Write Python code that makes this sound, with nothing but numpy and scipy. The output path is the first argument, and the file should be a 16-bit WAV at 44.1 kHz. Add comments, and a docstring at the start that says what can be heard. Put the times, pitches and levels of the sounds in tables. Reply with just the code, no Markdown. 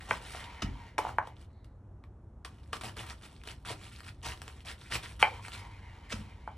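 """A kitchen knife saws through a raw cabbage on a wooden board, close to the microphones, in a small kitchen.
Each push is a crunch: thousands of random clicks stand for bursting leaf cells, with a few ribs snapping.
Knocks on the board are short fading tones; drags of the blade are hiss with drifting tones.
Two slices topple over: noise that swells and dies makes the wet slap, deep fading tones the soft thud.
Behind it all, filtered noise makes a quiet room rumble with a low hum that swells once."""
import sys
import numpy as np
from scipy import signal
from scipy.fft import rfft, irfft
from scipy.io import wavfile
from scipy.ndimage import uniform_filter1d

SR = 44100
rng = np.random.default_rng(int(sys.argv[2]) if len(sys.argv) > 2 else 0)


def put_to_file(sound):
    """Save the sound as 16-bit audio at rate SR, in the file named by the first command-line argument."""
    columns = np.atleast_2d(sound).T  # one column per channel
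    safe = np.clip(columns, -1, 1)
    whole_steps = np.round(safe * 32767)
    wavfile.write(sys.argv[1], SR, whole_steps.astype(np.int16))


N = 289737
TIME = np.arange(N) / SR

# sound colour of the room rumble: (frequency [Hz], level [dB per Hz])
AIR_COLOUR = [(22, -26), (40, -7), (65, 1), (110, -6), (170, -15), (280, -19), (500, -27), (850, -30),
              (1300, -36), (2200, -51.5), (4000, -62), (10000, -60.5), (16000, -67)]
AIR_DB, HUM_DB = -51, -61.5  # the hum level holds outside its swell
# the low hum swells once: (time of the top [s], half width [s], rise [dB])
HUM_SWELL = (5.68, 0.49, 12.2)

# how long the kitchen rings on: (frequency [Hz], time to fall by 60 dB [s])
ROOM_DECAY = [(150, 0.6), (600, 0.25), (1500, 0.17), (12000, 0.14)]
FIRST_ECHO_S = 0.0035  # the diffuse tail starts to build after this time
# near echoes off the kitchen surfaces: (delay [s], gain [factor])
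NEAR_ECHOES = [(.0043, 0.25), (.0092, 0.16)]
# phase by which the left microphone leads the right: (frequency [Hz], phase [radians])
MIC_PHASE = [(300, 0), (700, -.33), (1100, 0), (1650, 0), (2500, 1.15), (3500, .3), (4200, .65),
             (4700, 1.7), (5250, 6.2), (7000, 7.4), (10000, 8.3), (12500, 9.42)]
EDGE_HZ = 15800  # almost nothing is heard above this

# cabbage toppling, rocking and bumping on the board: (time [s], peak level [dB], pitch [factor])
FLOPS = [(.627, -28.5, 1.34), (.639, -25.5, 0.9), (.684, -37, 1.18), (0.709, -39, 0.91),
         (6.135, -29, 0.974), (6.188, -37, 0.98), (6.207, -40.5, 0.96)]
# tones of cabbage and board thudding together, before the pitch factor:
# (frequency [Hz], relative level [dB], time to fall by 60 dB [s])
THUD_TONES = [(52.7, -2, 0.25), (99, 1, 0.12), (145.5, -5.5, 0.13), (213, 0, 0.094), (296, -6, 0.05)]

# the wet face of a slice slapping down:
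# (time of full contact [s], peak level [dB], time to close [s], time to die away [s])
SLAPS = [(0.6226, -22.5, 0.0099, 0.032), (6.127, -26, 0.048, 0.031)]
# sound colour of a slap: (frequency [Hz], level [dB per Hz])
SLAP_COLOUR = [(200, -11), (900, -3.5), (2500, -3), (4600, -11.5), (5600, -9.5), (15000, -32.5)]

# the flat of the blade gliding up the cut face: (start [s], length [s], level [dB])
GLIDE = (1.48, 0.2, -80)
# resonances during the glide: (frequency [Hz], width [Hz], relative level [dB])
GLIDE_TONES = [(2020, 350, -1), (4100, 650, 0)]

# the blade dragged over the board: (start [s], length [s], level at the start [dB])
DRAGS = [(0.13, 0.1, -53.5), (0.331, 0.28, -51.5), (0.627, 0.26, -55), (0.985, 0.094, -49),
         (1.212, 0.075, -60), (5.237, 0.048, -46), (5.32, 0.064, -51), (5.518, 0.14, -52.5),
         (5.695, 0.097, -58.5), (5.81, 0.31, -58.5), (6.148, 0.16, -57.5), (6.338, 0.33, -63)]
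# resonances of blade and board under a drag: (frequency [Hz], width [Hz], relative level [dB])
DRAG_TONES = [(919, 220, -1), (2134, 480, 0), (3020, 220, -8)]
# sound colour of the hiss of the dragged blade: (frequency [Hz], level [dB per Hz])
DRAG_COLOUR = [(300, -14), (1400, -10), (4000, -16), (6300, -25), (15000, -31.5)]
# each drag leans in, eases off and lifts
DRAG_ATTACK_S, DRAG_RELEASE_S, DRAG_SAG_DB_PER_S = 0.015, 0.049, 9

# knocks on the board, by the blade or by the rocking cabbage: (time [s], peak level of the wood [dB],
# hardness of the contact [Hz], pitch of the spot struck [factor], ringing relative to the wood [dB])
KNOCKS = [(0.1092, -13.5, 2390, 1.09, -26.5), (0.1103, -18, 2150, 1.8, -38), (0.1124, -26.5, 900, .62, -45),
          (.3475, -33, 1790, 0.8, -37), (0.9807, -18.5, 2470, 1.05, -26), (0.9872, -14.5, 1350, 1.04, -32),
          (.989, -28, 706, 0.513, -45), (1.0491, -21, 1290, 1, -31), (1.067, -24.5, 1300, 0.95, -47.5),
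          (1.0908, -27, 1650, 0.94, -43), (1.184, -10.5, 1750, 1.06, -48), (1.272, -32, 1310, 0.96, -36),
          (2.0392, -48.5, 2200, 1.24, -30), (2.4479, -32, 1840, 1.27, -36.5), (2.731, -23, 1660, 1.34, -38),
          (3.7035, -33.5, 755, 0.86, -50), (3.709, -34, 603, 0.42, -49), (5.2268, -4, 2630, 0.99, -12.5),
          (5.2283, -15.5, 970, 0.85, -45), (5.394, -40, 1210, 1.13, -41), (5.449, -34, 2630, 1.64, -8),
          (6.4751, -25, 1470, 0.99, -25)]
# tones of the board in contact with what strikes it, before the pitch factor:
# (frequency [Hz], relative level [dB], time to fall by 60 dB [s])
BOARD_TONES = [(584, -14.5, .01), (871, 9, 0.012), (959, 7, .005), (1512, 2, 0.0095), (2297, 6, 0.0094),
               (3142, 8, 0.027)]
# tones ringing on after a knock: (frequency [Hz], relative level [dB], time to fall by 60 dB [s])
RINGING_TONES = [(458, -20, .2), (880, -4, .16), (980, -8, .14), (1088, -13, .18), (1254, -12, .15),
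                 (1522, -13, .12), (1833, -9, .12), (2044, -6, .12), (2144, -1, .13), (2240, 1, .15),
                 (2366, 0, .14), (3028, -10, .14), (4080, -17, .14), (4480, -2, .02)]
CONTACT_ORDER = 8  # steepness with which a soft contact mutes the high tones

# single leaves and ribs snapping: (time [s], peak level [dB], time to die away [s])
SNAPS = [(0.982, -22, 0.041), (1.272, -38.5, 0.025), (1.645, -48, 0.0089), (2.0392, -48.5, 0.0034),
         (2.4486, -32.5, 0.049), (2.633, -54.5, 0.012), (2.73, -25, 0.014), (2.7335, -28, 0.047),
         (2.768, -30.5, 0.014), (2.811, -31.5, 0.064), (2.967, -35.5, 0.025), (3.213, -47.5, .01),
         (3.436, -40, 0.024), (3.474, -30, 0.016), (3.988, -42, 0.0096), (4.005, -35.5, 0.0042),
         (4.033, -44, 0.019), (4.375, -40.5, 0.016), (4.418, -30.5, 0.0083), (4.4794, -31, 0.011),
         (4.715, -32.5, 0.024), (4.9441, -22.5, 0.02), (5.033, -34.5, 0.041), (5.4826, -31, 0.012),
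         (5.53, -42, 0.021)]

# pushes of the blade through leaves: (start [s], length [s], crunch level [dB], place of the crest [0-1],
# hollow body of the head relative to the crunch [dB])
PUSHES = [(0, 0.2, -56.5, 0, 0), (0.081, 0.1, -47, 0.29, 2), (0.209, 0.25, -48.5, 0.46, -4.5),
          (0.983, 0.14, -63, 0.86, 14.5), (1.353, 0.1, -67.5, 0.6, 2), (2.46, 0.32, -70, 0, 0),
          (2.722, 0.048, -48, 0.8, -0.5), (2.831, 0.064, -44, 0.07, -1.5), (2.961, 0.086, -46, 0.38, -1.5),
          (3.056, 0.076, -48, 0.67, -3.5), (3.217, 0.048, -51.5, 0.67, -2.5), (3.266, 0.16, -64, 0.2, -3),
          (3.449, 0.081, -50.5, 0.71, -3), (3.647, 0.085, -42, 0.81, -3.5), (3.8, 0.095, -53, 0.57, -5),
          (3.902, 0.12, -56.5, 0.2, -14), (4.035, 0.062, -50, 0.9, -6.5), (4.224, 0.11, -42.5, 0.36, -3.5),
          (4.397, 0.23, -59.5, 0.26, -4), (4.646, 0.084, -46.5, 0.66, -3.5),
          (4.775, 0.26, -58, 0.11, -11.5), (4.9, 0.034, -37.5, 0.74, -5), (4.916, 0.053, -35, 0.68, -4),
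          (4.972, 0.017, -48.5, 0.4, 5), (5.022, 0.11, -49, 0.02, -5), (5.191, 0.042, -38, 0.7, -3),
          (5.413, 0.12, -51.5, 0.3, -7), (5.513, 0.089, -47, 0.28, -9), (6.09, 0.12, -50, 0.12, -9.5)]
# sound colour of bursting cells: (frequency [Hz], level [dB per Hz])
CELL_COLOUR = [(500, -29.5), (1100, -6.5), (1600, -2.5), (2500, -2), (3200, -2.5), (4500, -7), (5600, -9.5),
               (6900, -16), (8200, -8.5), (10000, -12.5), (12300, -10.5), (13300, -26.5), (15800, -43)]
# sound colour of the hollow head of cabbage: (frequency [Hz], level [dB per Hz])
HEAD_COLOUR = [(120, -39), (280, -0.5), (520, -1), (730, 2), (1000, 2.5), (1300, 2), (2000, -17.5),
               (4000, -66.5)]
# sound colour of the board shaking under a push: (frequency [Hz], level [dB per Hz])
PRESS_COLOUR = [(25, -18), (58, -1), (130, -9), (260, -14.5), (400, -11), (800, -33.5)]
SLACK_DB = 8  # a push is this much weaker at its ends than at its crest
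BITE_S, RELEASE_S = 0.0062, 0.008  # the edge bites in, and stops
SETTLE_DB, SETTLE_S = -19.5, 0.13  # parted leaves go on crackling after each push


def gain_of(db):
    """Turns decibels into a loudness factor (amplitude)."""
    return 10 ** (np.asarray(db) / 20)


def evened(x):
    """Scales a sound to an average strength (rms) of 1."""
    return x / np.sqrt(np.mean(x ** 2) + 1e-20)


def peaked(x):
    """Scales a sound so that its highest peak is 1."""
    return x / (abs(x).max() + 1e-20)


def read(points, hz):
    """Reads between the points of a table, with frequency on a log scale."""
    f, value = np.transpose(points)
    return np.interp(np.log(hz + 1), np.log(f + 1), value)


def add(mix, s, sound):
    """Lays a sound into the mix at a time in seconds."""
    part = mix[max(round(s * SR), 0):][:len(sound)]
    part += sound[:len(part)]


def colour(x, spectrum, size=4096):
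    """Gives a sound a colour with a filter that never acts ahead of time, so clicks stay sharp."""
    hz = abs(np.fft.fftfreq(size, 1 / SR))
    log_gain = np.log(gain_of(read(spectrum, hz)))
    minimum_phase = np.exp(np.conj(signal.hilbert(log_gain)))
    taps = np.fft.ifft(minimum_phase).real
    return signal.oaconvolve(x, taps[:size // 2])[:len(x)]


def wander(per_s):
    """A smooth random curve around zero, with an average strength (rms) of 1."""
    slow_only = 1 / (1 + (np.fft.rfftfreq(N, 1 / SR) / per_s) ** 4)
    return evened(irfft(rfft(rng.standard_normal(N)) * slow_only, N))


def swell(top_s, width_s, rise_db):
    """Gain of one slow, bell-shaped swell."""
    return gain_of(rise_db * np.exp(-((TIME - top_s) / width_s) ** 2))


def stroke(start, length, attack_s, release_s):
    """Attack, hold and release of one movement of the knife."""
    t = TIME - start
    attack = np.clip(t / attack_s, 0, 1)
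    return attack * np.exp(-np.clip((t - length) / release_s, 0, 50))


def bursts(per_s, spread_db, count=N):
    """Random clicks of both signs; a positive spread makes a few much larger, a negative one a few smaller."""
    size = gain_of(spread_db * np.minimum(rng.exponential(1, count), 3.5))
    present = rng.random(count) < per_s / SR
    return size * rng.choice([-1, 1], count) * present


def ring(modes, pitch=1, lag=0, bend_hz=1200):
    """Fading tones after one blow, neighbours swinging opposite ways; with a lag, low bending waves arrive later.
    The pitch factor of the spot struck acts fully below bend_hz, and less and less above."""
    out, top = np.zeros(SR // 2), modes[-1][0]
    for k, (hz, db, t60) in enumerate(modes):
        delay = abs(lag) * (np.sqrt(top / hz) - 1)
        t = np.maximum(np.arange(SR // 2) / SR - delay, 0)
        shifted = hz * pitch ** min(1, (bend_hz / hz) ** 2)
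        out += (-1) ** k * gain_of(db - 60 * t / t60) * np.sin(2 * np.pi * shifted * t)
    return out


def rubbed(tones):
    """Fine slips sound resonances that drift, swell and fade as the point of contact travels along the blade."""
    out, travel = np.zeros(N), 1 + .035 * wander(6)
    for hz, width, db in tones:
        # slow noise carried up to the drifting pitch makes a band of noise around it
        low_pass = signal.butter(2, width / 2, fs=SR)
        band, quadrature = signal.lfilter(*low_pass, rng.standard_normal((2, N)))
        turn = 2 * np.pi * np.cumsum(hz * travel) / SR
        coupling = gain_of(2.5 * wander(9))
        out += gain_of(db) * coupling * evened(band * np.cos(turn) + quadrature * np.sin(turn))
    return evened(out)


def air(hum_hz=97, hum_width_hz=5):
    """Room rumble with a narrow, wavering hum, both made from filtered noise."""
    hz = np.fft.rfftfreq(N, 1 / SR)
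    rumble = irfft(rfft(rng.standard_normal(N)) * gain_of(read(AIR_COLOUR, hz)), N)
    hum = irfft(rfft(rng.standard_normal(N)) / (1 + ((hz - hum_hz) / hum_width_hz) ** 4), N)
    return gain_of(AIR_DB) * evened(rumble) + gain_of(HUM_DB) * swell(*HUM_SWELL) * evened(hum)


def tail(x):
    """Diffuse reverberation: scattered clicks as echoes, each band dying at its own speed."""
    build_up = np.clip(np.arange(SR // 2) / SR / FIRST_ECHO_S - 1, 0, 1)
    taps = bursts(per_s=3000, spread_db=-1.5, count=SR // 2) * build_up
    hz, t, z = signal.stft(taps, SR, nperseg=256)
    decay = gain_of(-60 * t / read(ROOM_DECAY, hz)[:, None])
    response = signal.istft(z * decay, SR, nperseg=256)[1]
    return signal.fftconvolve(x, response / np.linalg.norm(response))[:N]


def kitchen(x, wet_db, wide_db, mono_hz=220):
    """Direct sound, near echoes, and a tail that differs at each microphone above the bass."""
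    near = x.copy()
    for delay, gain in NEAR_ECHOES:
        add(near, delay, gain * x)
    side = signal.lfilter(*signal.butter(2, mono_hz, "high", fs=SR), tail(x))
    left_right = np.array([[1], [-1]])
    return near + gain_of(wet_db) * tail(x) + gain_of(wide_db) * side * left_right


def flops():
    """Soft heavy blows of cabbage on the board: deep tones that fade."""
    out = np.zeros(N)
    for s, db, pitch in FLOPS:
        add(out, s, gain_of(db) * peaked(ring(THUD_TONES, pitch)))
    return out


def slaps():
    """Leaf edges touch down ever more thickly until the whole face lies flat; then the noise dies away."""
    out = np.zeros(N)
    for s, db, close_s, t60 in SLAPS:
        contact = gain_of(-60 * np.maximum((s - TIME) / close_s, (TIME - s) / t60))
        out += gain_of(db) * peaked(colour(contact * rng.choice([-1, 1], N), SLAP_COLOUR))
    return out


def glide():
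    """The lifted blade whispers against the cut face, sounding drifting resonances."""
    start, length, db = GLIDE
    return gain_of(db) * stroke(start, length, DRAG_ATTACK_S, DRAG_RELEASE_S) * rubbed(GLIDE_TONES)


def drags(hiss_db=-2):
    """The edge slides over wet wood: drifting resonances of blade and board over a fine hiss."""
    pressure = np.zeros(N)
    for start, length, db in DRAGS:
        easing = gain_of(db - DRAG_SAG_DB_PER_S * np.maximum(TIME - start, 0))
        pressure = np.maximum(pressure, easing * stroke(start, length, DRAG_ATTACK_S, DRAG_RELEASE_S))
    hiss = evened(colour(bursts(per_s=3500, spread_db=4), DRAG_COLOUR))
    return pressure * evened(rubbed(DRAG_TONES) + gain_of(hiss_db) * hiss)


def knocks(click_db=-17, click_hard_hz=3000, click_s=.012, lag=0.00051, bass_hz=380):
    """Blade or cabbage hits the board; a soft contact mutes the high tones, a hard one adds a crisp click."""
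    out, ringing, t = np.zeros(N), peaked(ring(RINGING_TONES)), np.arange(SR // 2) / SR
    no_bass = signal.butter(2, bass_hz, "high", fs=SR)  # the small board radiates little bass
    for s, db, hard_hz, pitch, ring_db in KNOCKS:
        contact = signal.butter(CONTACT_ORDER, min(hard_hz, SR / 3), fs=SR, output="sos")
        board = signal.lfilter(*no_bass, ring(BOARD_TONES, pitch, lag))
        wood = peaked(signal.sosfilt(contact, board))
        fading_noise = rng.standard_normal(len(t)) * gain_of(-60 * t / click_s)
        click = peaked(colour(fading_noise, CELL_COLOUR))
        crisp = gain_of(click_db) * (hard_hz / click_hard_hz) ** 2  # click_db holds at click_hard_hz
        add(out, s, gain_of(db) * (wood + crisp * click + gain_of(ring_db) * ringing))
    return out


def snaps(head_db=-2, crack=1.4):
    """A leaf or rib gives way: one crack and a quick, dying run of further ones, heard in the head as well."""
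    out, t = np.zeros(N), np.arange(SR // 8) / SR
    for s, db, t60 in SNAPS:
        run = evened(bursts(per_s=6000, spread_db=1.5, count=len(t))) * gain_of(-60 * t / t60)
        run[0] += crack
        snap = colour(run, CELL_COLOUR) + gain_of(head_db) * colour(run, HEAD_COLOUR)
        add(out, s, gain_of(db) * peaked(snap))
    return out


def effort(start, length, db, crest):
    """A push bites in, builds to its crest, slackens and stops; the parted leaves settle after it."""
    top = start + length * np.clip(crest, .02, .98)
    arch = gain_of(np.interp(TIME, [start, top, start + length], [-SLACK_DB, 0, -SLACK_DB]))
    settling = gain_of(SETTLE_DB) * stroke(start, length, length, SETTLE_S)
    return gain_of(db) * np.maximum(arch * stroke(start, length, BITE_S, RELEASE_S), settling)


def cell_bursts(per_s, spread_db, cycles=2.4, count=24):
    """Cells pop with a brief ring at one of many pitches, so the crackle changes colour from grain to grain."""
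    out, t = np.zeros(N), np.arange(SR // 100) / SR
    for hz in np.linspace(800, 13000, count):
        pop = np.exp(-t * hz / cycles) * np.cos(2 * np.pi * hz * t)
        out += signal.oaconvolve(bursts(per_s / count, spread_db), pop / np.linalg.norm(pop))[:N]
    return evened(out)


def patchy(x, depth_db):
    """The colour shifts from layer to layer of leaf, in random patches of some 400 Hz by 35 ms."""
    z = signal.stft(x, nperseg=512)[2]
    across_hz = uniform_filter1d(rng.standard_normal(z.shape), size=5, axis=0)
    patches = evened(uniform_filter1d(across_hz, size=6, axis=1))
    return signal.istft(z * gain_of(depth_db * patches), nperseg=512)[1][:N]


def crunch(press_db=-1, fibres_db=-20, pops_db=1):
    """Cells burst at the edge in a dense crackle, which sounds the hollow layers of the head and shakes the board."""
    density = evened(uniform_filter1d(rng.standard_normal(N), size=130))
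    clumps = gain_of(2.5 * np.minimum(density, 1.5))
    crackle = evened(bursts(per_s=2600, spread_db=4.5) * clumps)
    pops = cell_bursts(per_s=3200, spread_db=5.2)
    edge, body = np.zeros((2, N))
    for start, length, db, crest, body_db in PUSHES:
        push = effort(start, length, db, crest)
        edge = np.maximum(edge, push)
        body = np.maximum(body, gain_of(body_db) * push)
    bursting = colour(crackle + gain_of(pops_db) * pops, CELL_COLOUR)
    cells = edge * evened(patchy(bursting, depth_db=1.7))
    head = body * evened(patchy(colour(crackle, HEAD_COLOUR), depth_db=2.0))
    press = gain_of(press_db) * body * evened(colour(crackle, PRESS_COLOUR))
    # single fibres keep ticking when the push slackens: the power below 1 evens out their level
    ticks = cell_bursts(per_s=170, spread_db=5.5, cycles=1.2)
    fibres = gain_of(fibres_db) * edge ** 0.74 * evened(colour(ticks, CELL_COLOUR))
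    return cells + head + press + fibres


def scene():
    """Room air, soft thuds, knocks and leaf sounds together in the kitchen."""
    thuds = kitchen(flops(), wet_db=-11.5, wide_db=-19)
    board = kitchen(knocks(), wet_db=-9.5, wide_db=-18.5)
    leaves = kitchen(slaps() + glide() + drags() + snaps() + crunch(), wet_db=-7.5, wide_db=-12.5)
    return air() + thuds + board + leaves


def record(dry):
    """Two closely spaced microphones differ in phase; then the highest treble is cut off."""
    lead = read(MIC_PHASE, np.fft.rfftfreq(N, 1 / SR))
    left_right = np.array([[1], [-1]])  # each side takes half of the lead
    pair = irfft(rfft(dry) * np.exp(.5j * lead * left_right), N)
    low_pass = signal.firwin(511, EDGE_HZ, window=("kaiser", 9), fs=SR)
    return signal.oaconvolve(pair, low_pass[None], "same")


dry = scene()
out = record(dry)
put_to_file(out)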